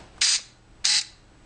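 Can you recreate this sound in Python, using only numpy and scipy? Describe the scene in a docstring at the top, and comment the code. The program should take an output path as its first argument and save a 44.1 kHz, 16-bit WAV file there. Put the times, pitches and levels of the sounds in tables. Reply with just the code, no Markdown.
"""A soft wash fades over low room hum; then electric pruning shears whir shut and open again, up close.
Each stroke is a short burst: gear teeth, loose rattle and rubbing excite the housing, over a thin whine.
The drive knocks as it takes up its slack and as it stops. The steel blades ring along,
and the tiled room adds a short tail."""
import sys
import numpy as np
from scipy import signal
from scipy.fft import rfft, irfft
from scipy.io import wavfile

SR = 44100
rng = np.random.default_rng(int(sys.argv[2]) if len(sys.argv) > 2 else 0)


def transcribe(signal):
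    """Save signal, clipped to [-1, 1], as a 16-bit WAV file at the path in sys.argv[1]."""
    frames = np.atleast_2d(signal).T
    limited = np.clip(frames, -1, 1)
    pcm = np.round(limited * 32767).astype(np.int16)
    wavfile.write(sys.argv[1], SR, pcm)


N = 63945
T = np.arange(N) / SR

# Rumble and hiss of the room tone (f/Hz, relative level/dB)
BED_EQ = [(15, -8.5), (35, -0.5), (60, -3.5), (100, -11.5), (160, -14.5), (320, -15.5), (500, -19.5),
          (800, -21), (1300, -24.5), (2500, -28.5), (5000, -33.5), (7500, -37.5), (7900, -31.5),
          (8300, -39.5), (9500, -43)]
# Fader ride on that bed (t/s, gain/dB)
BED_RIDE = [(0, 11), (.06, 5.5), (.11, 2), (.18, 7), (.26, -2), (.6, -1.5), (.82, 2), (1.0, -4), (1.2, 0.5),
            (1.45, 2)]
# Faint tones in the room (f/Hz, level/dB)
HUM_TONES = [(118.4, -64), (194, -69.5), (322, -69.5), (780, -74.5), (1443, -74.5), (7870, -78)]
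# Colour of the opening wash (f/Hz, relative level/dB)
WASH_EQ = [(150, 0.5), (700, 4.5), (1300, -4.5), (2500, -7.5), (5000, -10), (9000, -27.5)]
# Reverb time of the tiled room (f/Hz, t60/s)
ROOM_DECAY = [(200, .5), (1000, 0.78), (2200, 0.46), (4000, 0.46), (5000, 0.36), (6500, 0.39), (9000, 0.37)]
# Resonances of the steel blades (f/Hz, gain/dB, t60/s)
BLADE_MODES = [(1986, -47, .4), (2545, -39.5, 0.28), (3910, -41, .47), (4060, -40, 0.5), (4106, -46, .45)]
# Colour of the recoil in the hand (f/Hz, relative level/dB)
THUMP_EQ = [(60, 2.5), (250, -0.5), (500, -10.5), (1200, -3), (2500, -24.5)]
# Colour of the drive's clack (f/Hz, relative level/dB)
CLACK_EQ = [(150, -25), (500, -31.5), (900, -21), (1600, -4.5), (2600, 2.5), (3300, -10), (4500, 5),
            (7000, 1.5), (8500, -23), (9500, -17.5)]
# Knocks of the drive (t/s, clack level/dB, decay/s, ring f/Hz, ring width/Hz, ring over clack/dB)
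KNOCK_CUES = [(.2160, -16, .004, 4200, 900, -3.5), (0.2175, -22, .006, 2250, 294, 7),
              (0.2234, -24.5, .002, 5000, 1200, -20), (0.2464, -21.5, .002, 5000, 600, 8.5),
              (0.2984, -20, .001, 5000, 1200, -18), (.3042, -22, .001, 4900, 600, -8.5),
              (0.3796, -28, .004, 6200, 1200, -19), (0.387, -35, 0.0054, 1200, 393, -6),
              (0.393, -36.5, .004, 518, 254, -10.5), (0.8411, -53, .003, 2470, 1500, 9.5),
              (0.8441, -31.5, 0.0092, 1620, 399, -1.5), (0.853, -24.5, 0.0087, 6360, 586, 5.5),
              (0.853, -10, 0.0016, 4000, 1500, -7), (0.9605, -20, .0007, 5500, 1500, -4),
              (1.0126, -24.5, .005, 7280, 500, -4)]
# Gear whine at full speed (f/Hz, closing trim/dB, opening trim/dB)
WHINE_PARTIALS = [(1988, -13.5, -9), (4042, 1.5, -3.5), (4000, -3.5, -0.5), (4270, 1.5, -1),
                  (4669, -1.5, -3), (4890, 8.5, -2.5), (5075, -12, -16.5), (5196, 1.5, -1),
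                  (6070, 5.5, -5.5), (6680, -4, -19.5), (6850, -9.5, -19), (8175, -8, -17.5)]
# Colour of the housing in each direction (f/Hz, relative level/dB)
CLOSING_EQ = [(300, -40.5), (650, -31), (900, -22), (1300, -16.5), (1650, -10), (2500, -6), (3200, -8.5),
              (4000, -3.5), (4550, -2), (4900, 3.5), (5600, -7), (6100, 0), (6650, -4), (6950, 1.5),
              (7250, -8.5), (8400, -3.5), (8900, -17), (9450, -21)]
OPENING_EQ = [(300, -49.5), (650, -32), (900, -28.5), (1250, -16.5), (1650, -11), (2050, -6.5),
              (2300, -8.5), (2600, -6), (3500, -11.5), (4050, 0.5), (4450, -.5), (4850, 1), (5300, -2),
              (5700, -6), (7100, -7), (8300, -5.5), (8900, -16.5), (9450, -24)]
# Closing, then opening stroke (start t/s, brake t/s, spin-up/s, rattle level/dB, mesh level/dB,
# shaft level/dB, whine level/dB, rise over the stroke/dB, mid swell/dB, flutter f/Hz, flutter depth/0-1)
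STROKE_CUES = [(.2095, .361, .008, -21.7, -56, -67, -40.5, -0.5, 0, 180.6, 0),
               (.8425, .993, .011, -23.5, -48, -62, -36, 1.1, 2.5, 364.8, 0.25)]

MESH_HZ, SHAFT_HZ = 846, 193.2  # at full speed
START_SPEED_DIP, BRAKE_PER_S = .36, 7.8
ATTACK_S, RELEASE_S = .0082, .0078
TOOTH_DB, RUB_DB, RATTLE_PER_S = -1.5, 1.5, 2900  # levels relative to the loose rattle
WAVER_HZ, SPEED_WAVER, WHINE_FLICKER = 61.4, .0025, .5


def amp(db):
    return 10 ** (np.asarray(db) / 20)


def unit_rms(x):
    return x / np.sqrt(np.mean(x ** 2) + 1e-20)


def curve_at(points, hz):
    """A curve's value on a log-frequency axis."""
    f, value = np.transpose(points)
    return np.interp(np.log(hz + 1), np.log(f), value)


def convolve(x, taps):
    """Play x through an impulse response scaled to energy 1."""
    return signal.fftconvolve(x, taps / np.linalg.norm(taps))[:N]


def colour(x, eq, size=2048):
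    """Causal EQ of energy 1."""
    log_gain = np.log(amp(curve_at(eq, abs(np.fft.fftfreq(size, 1 / SR)))))
    return convolve(x, np.fft.ifft(np.exp(np.conj(signal.hilbert(log_gain)))).real)


def noise(eq):
    """Steady coloured noise of rms 1."""
    gain = amp(curve_at(eq, np.fft.rfftfreq(N, 1 / SR)))
    return unit_rms(irfft(rfft(rng.standard_normal(N)) * gain, N))


def drift(hz):
    """Random wobble of rms 1, rolling off above hz."""
    rolloff = 1 + (np.fft.rfftfreq(N, 1 / SR) / hz) ** 4
    return unit_rms(irfft(rfft(rng.standard_normal(N)) / rolloff, N))


def ring(x, hz, width_hz):
    """One resonance that radiates no bass."""
    return convolve(x, np.diff(np.exp(-np.pi * width_hz * T) * np.sin(2 * np.pi * hz * T)))


def dying(start, decay_s):
    """Instant attack, exponential decay."""
    return (T >= start) * np.exp(-np.maximum(T - start, 0) / decay_s)


def clicks(where, spread_db):
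    """Impacts of random sign and strength at the marked samples."""
    return where * amp(spread_db * np.clip(rng.standard_normal(N), -2, 2)) * rng.choice([-1, 1], N)


def background():
    """A swelling bed of rumble and hiss, faint wavering hum, and a wash that fades at the start."""
    hum = sum(amp(db) * np.sqrt(2) * np.sin(2 * np.pi * hz * T + .5 * drift(8)) for hz, db in HUM_TONES)
    ride = amp(np.interp(T, *np.transpose(BED_RIDE)))
    bed = amp(-55) * ride * noise(BED_EQ)
    wash = amp(-49) * dying(0, decay_s=.11) * noise(WASH_EQ)
    return bed + hum + wash


def tiled_room(x):
    """Quick reflections from hand and floor, then a tail whose bands die at their own speed."""
    early = rng.standard_normal(N) * (rng.random(N) < .1) * dying(.001, decay_s=.0079)
    hz, t, bands = signal.stft(rng.standard_normal(N), SR, nperseg=256)
    fade = amp(-60 * t / curve_at(ROOM_DECAY, hz)[:, None])
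    tail = signal.istft(bands * fade, SR, nperseg=256)[1][:N] * (T > .006)  # 6 ms pre-delay
    return amp(-19.5) * convolve(x, early) + amp(-16) * convolve(x, tail)


def blades(x):
    """The steel blades ring along with the drive."""
    return sum(amp(db) * ring(x, hz, np.log(1000) / np.pi / t60) for hz, db, t60 in BLADE_MODES)


def knocks():
    """Recoil thumps in the hand; slack in the drive snaps shut in clacks, each with one ringing band."""
    out = amp(-40.5) * dying(.18, decay_s=.01) * noise(THUMP_EQ)
    for start, db, decay_s, hz, width_hz, ring_db in KNOCK_CUES:
        envelope = dying(start, decay_s)
        clack = unit_rms(colour(envelope * rng.standard_normal(N), CLACK_EQ))
        tone = unit_rms(ring(envelope * rng.standard_normal(N), hz, width_hz))
        out += amp(db) * np.sqrt(np.mean(envelope ** 2)) * (clack + amp(ring_db) * tone)
    return out


def gear_grit(travel, running, flutter_hz, flutter_depth):
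    """Tooth impacts, loose rattle and rubbing; any flutter follows the motor's speed."""
    tooth_hits = np.diff(np.floor(travel * MESH_HZ), prepend=0)
    teeth = clicks(tooth_hits, spread_db=1.5)
    rattle = clicks(rng.random(N) < RATTLE_PER_S / SR, spread_db=4.5)
    rub = amp(RUB_DB) * rng.standard_normal(N)
    grit = amp(TOOTH_DB) * teeth / teeth[running].std() + unit_rms(rattle) + rub
    grit *= 1 + flutter_depth * np.sin(2 * np.pi * flutter_hz * travel)
    return grit / grit[running].std()


def gear_whine(travel, partials):
    """Thin tones that track the motor's speed, each flickering in level."""
    out = np.zeros(N)
    for hz, db in partials:
        flicker = 1 + WHINE_FLICKER * drift(WAVER_HZ)
        out += amp(db) * np.sqrt(2) * flicker * np.sin(2 * np.pi * (hz * travel + rng.random()))
    return out


def stroke(cue, housing_eq, whine_column):
    """The motor spins up, runs and brakes; grit excites the housing while the gears whine."""
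    start, brake, spin_up_s, housing_db, mesh_db, shaft_db, whine_db, rise_db, swell_db, *flutter = cue
    since_start, since_brake = np.maximum(T - start, 0), np.maximum(T - brake, 0)
    speed = (1 - START_SPEED_DIP * np.exp(-since_start / spin_up_s)) * np.exp(-BRAKE_PER_S * since_brake)
    travel = np.cumsum(speed * (1 + SPEED_WAVER * drift(WAVER_HZ))) / SR  # in seconds at full speed
    progress = np.minimum(since_start / (brake - start), 1)
    envelope = np.minimum(since_start / ATTACK_S, 1) * np.exp(-since_brake / RELEASE_S)
    ride = amp(rise_db * (progress - 1) + swell_db * np.sin(np.pi * progress))
    running = (T > start) & (T < brake)
    housing = amp(housing_db) * colour(gear_grit(travel, running, *flutter), housing_eq)
    partials = [(MESH_HZ, mesh_db), (SHAFT_HZ, shaft_db)]
    partials += [(row[0], whine_db + row[whine_column]) for row in WHINE_PARTIALS]
    return envelope * ride * (housing + gear_whine(travel, partials))


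def scene():
    """The shears close and open in the room, the same on both channels."""
    closing = stroke(STROKE_CUES[0], CLOSING_EQ, whine_column=1)
    opening = stroke(STROKE_CUES[1], OPENING_EQ, whine_column=2)
    drive = closing + opening + knocks()
    shears = drive + blades(drive)
    mono = shears + tiled_room(shears) + background()
    return np.array([mono, mono])


def record(dry):
    """A steep high cut at 9650 Hz on the mix."""
    high_cut = signal.firwin(401, 9650, window=("kaiser", 8), fs=SR)
    return signal.oaconvolve(dry, high_cut[None], "same")


dry = scene()
out = record(dry)
transcribe(out)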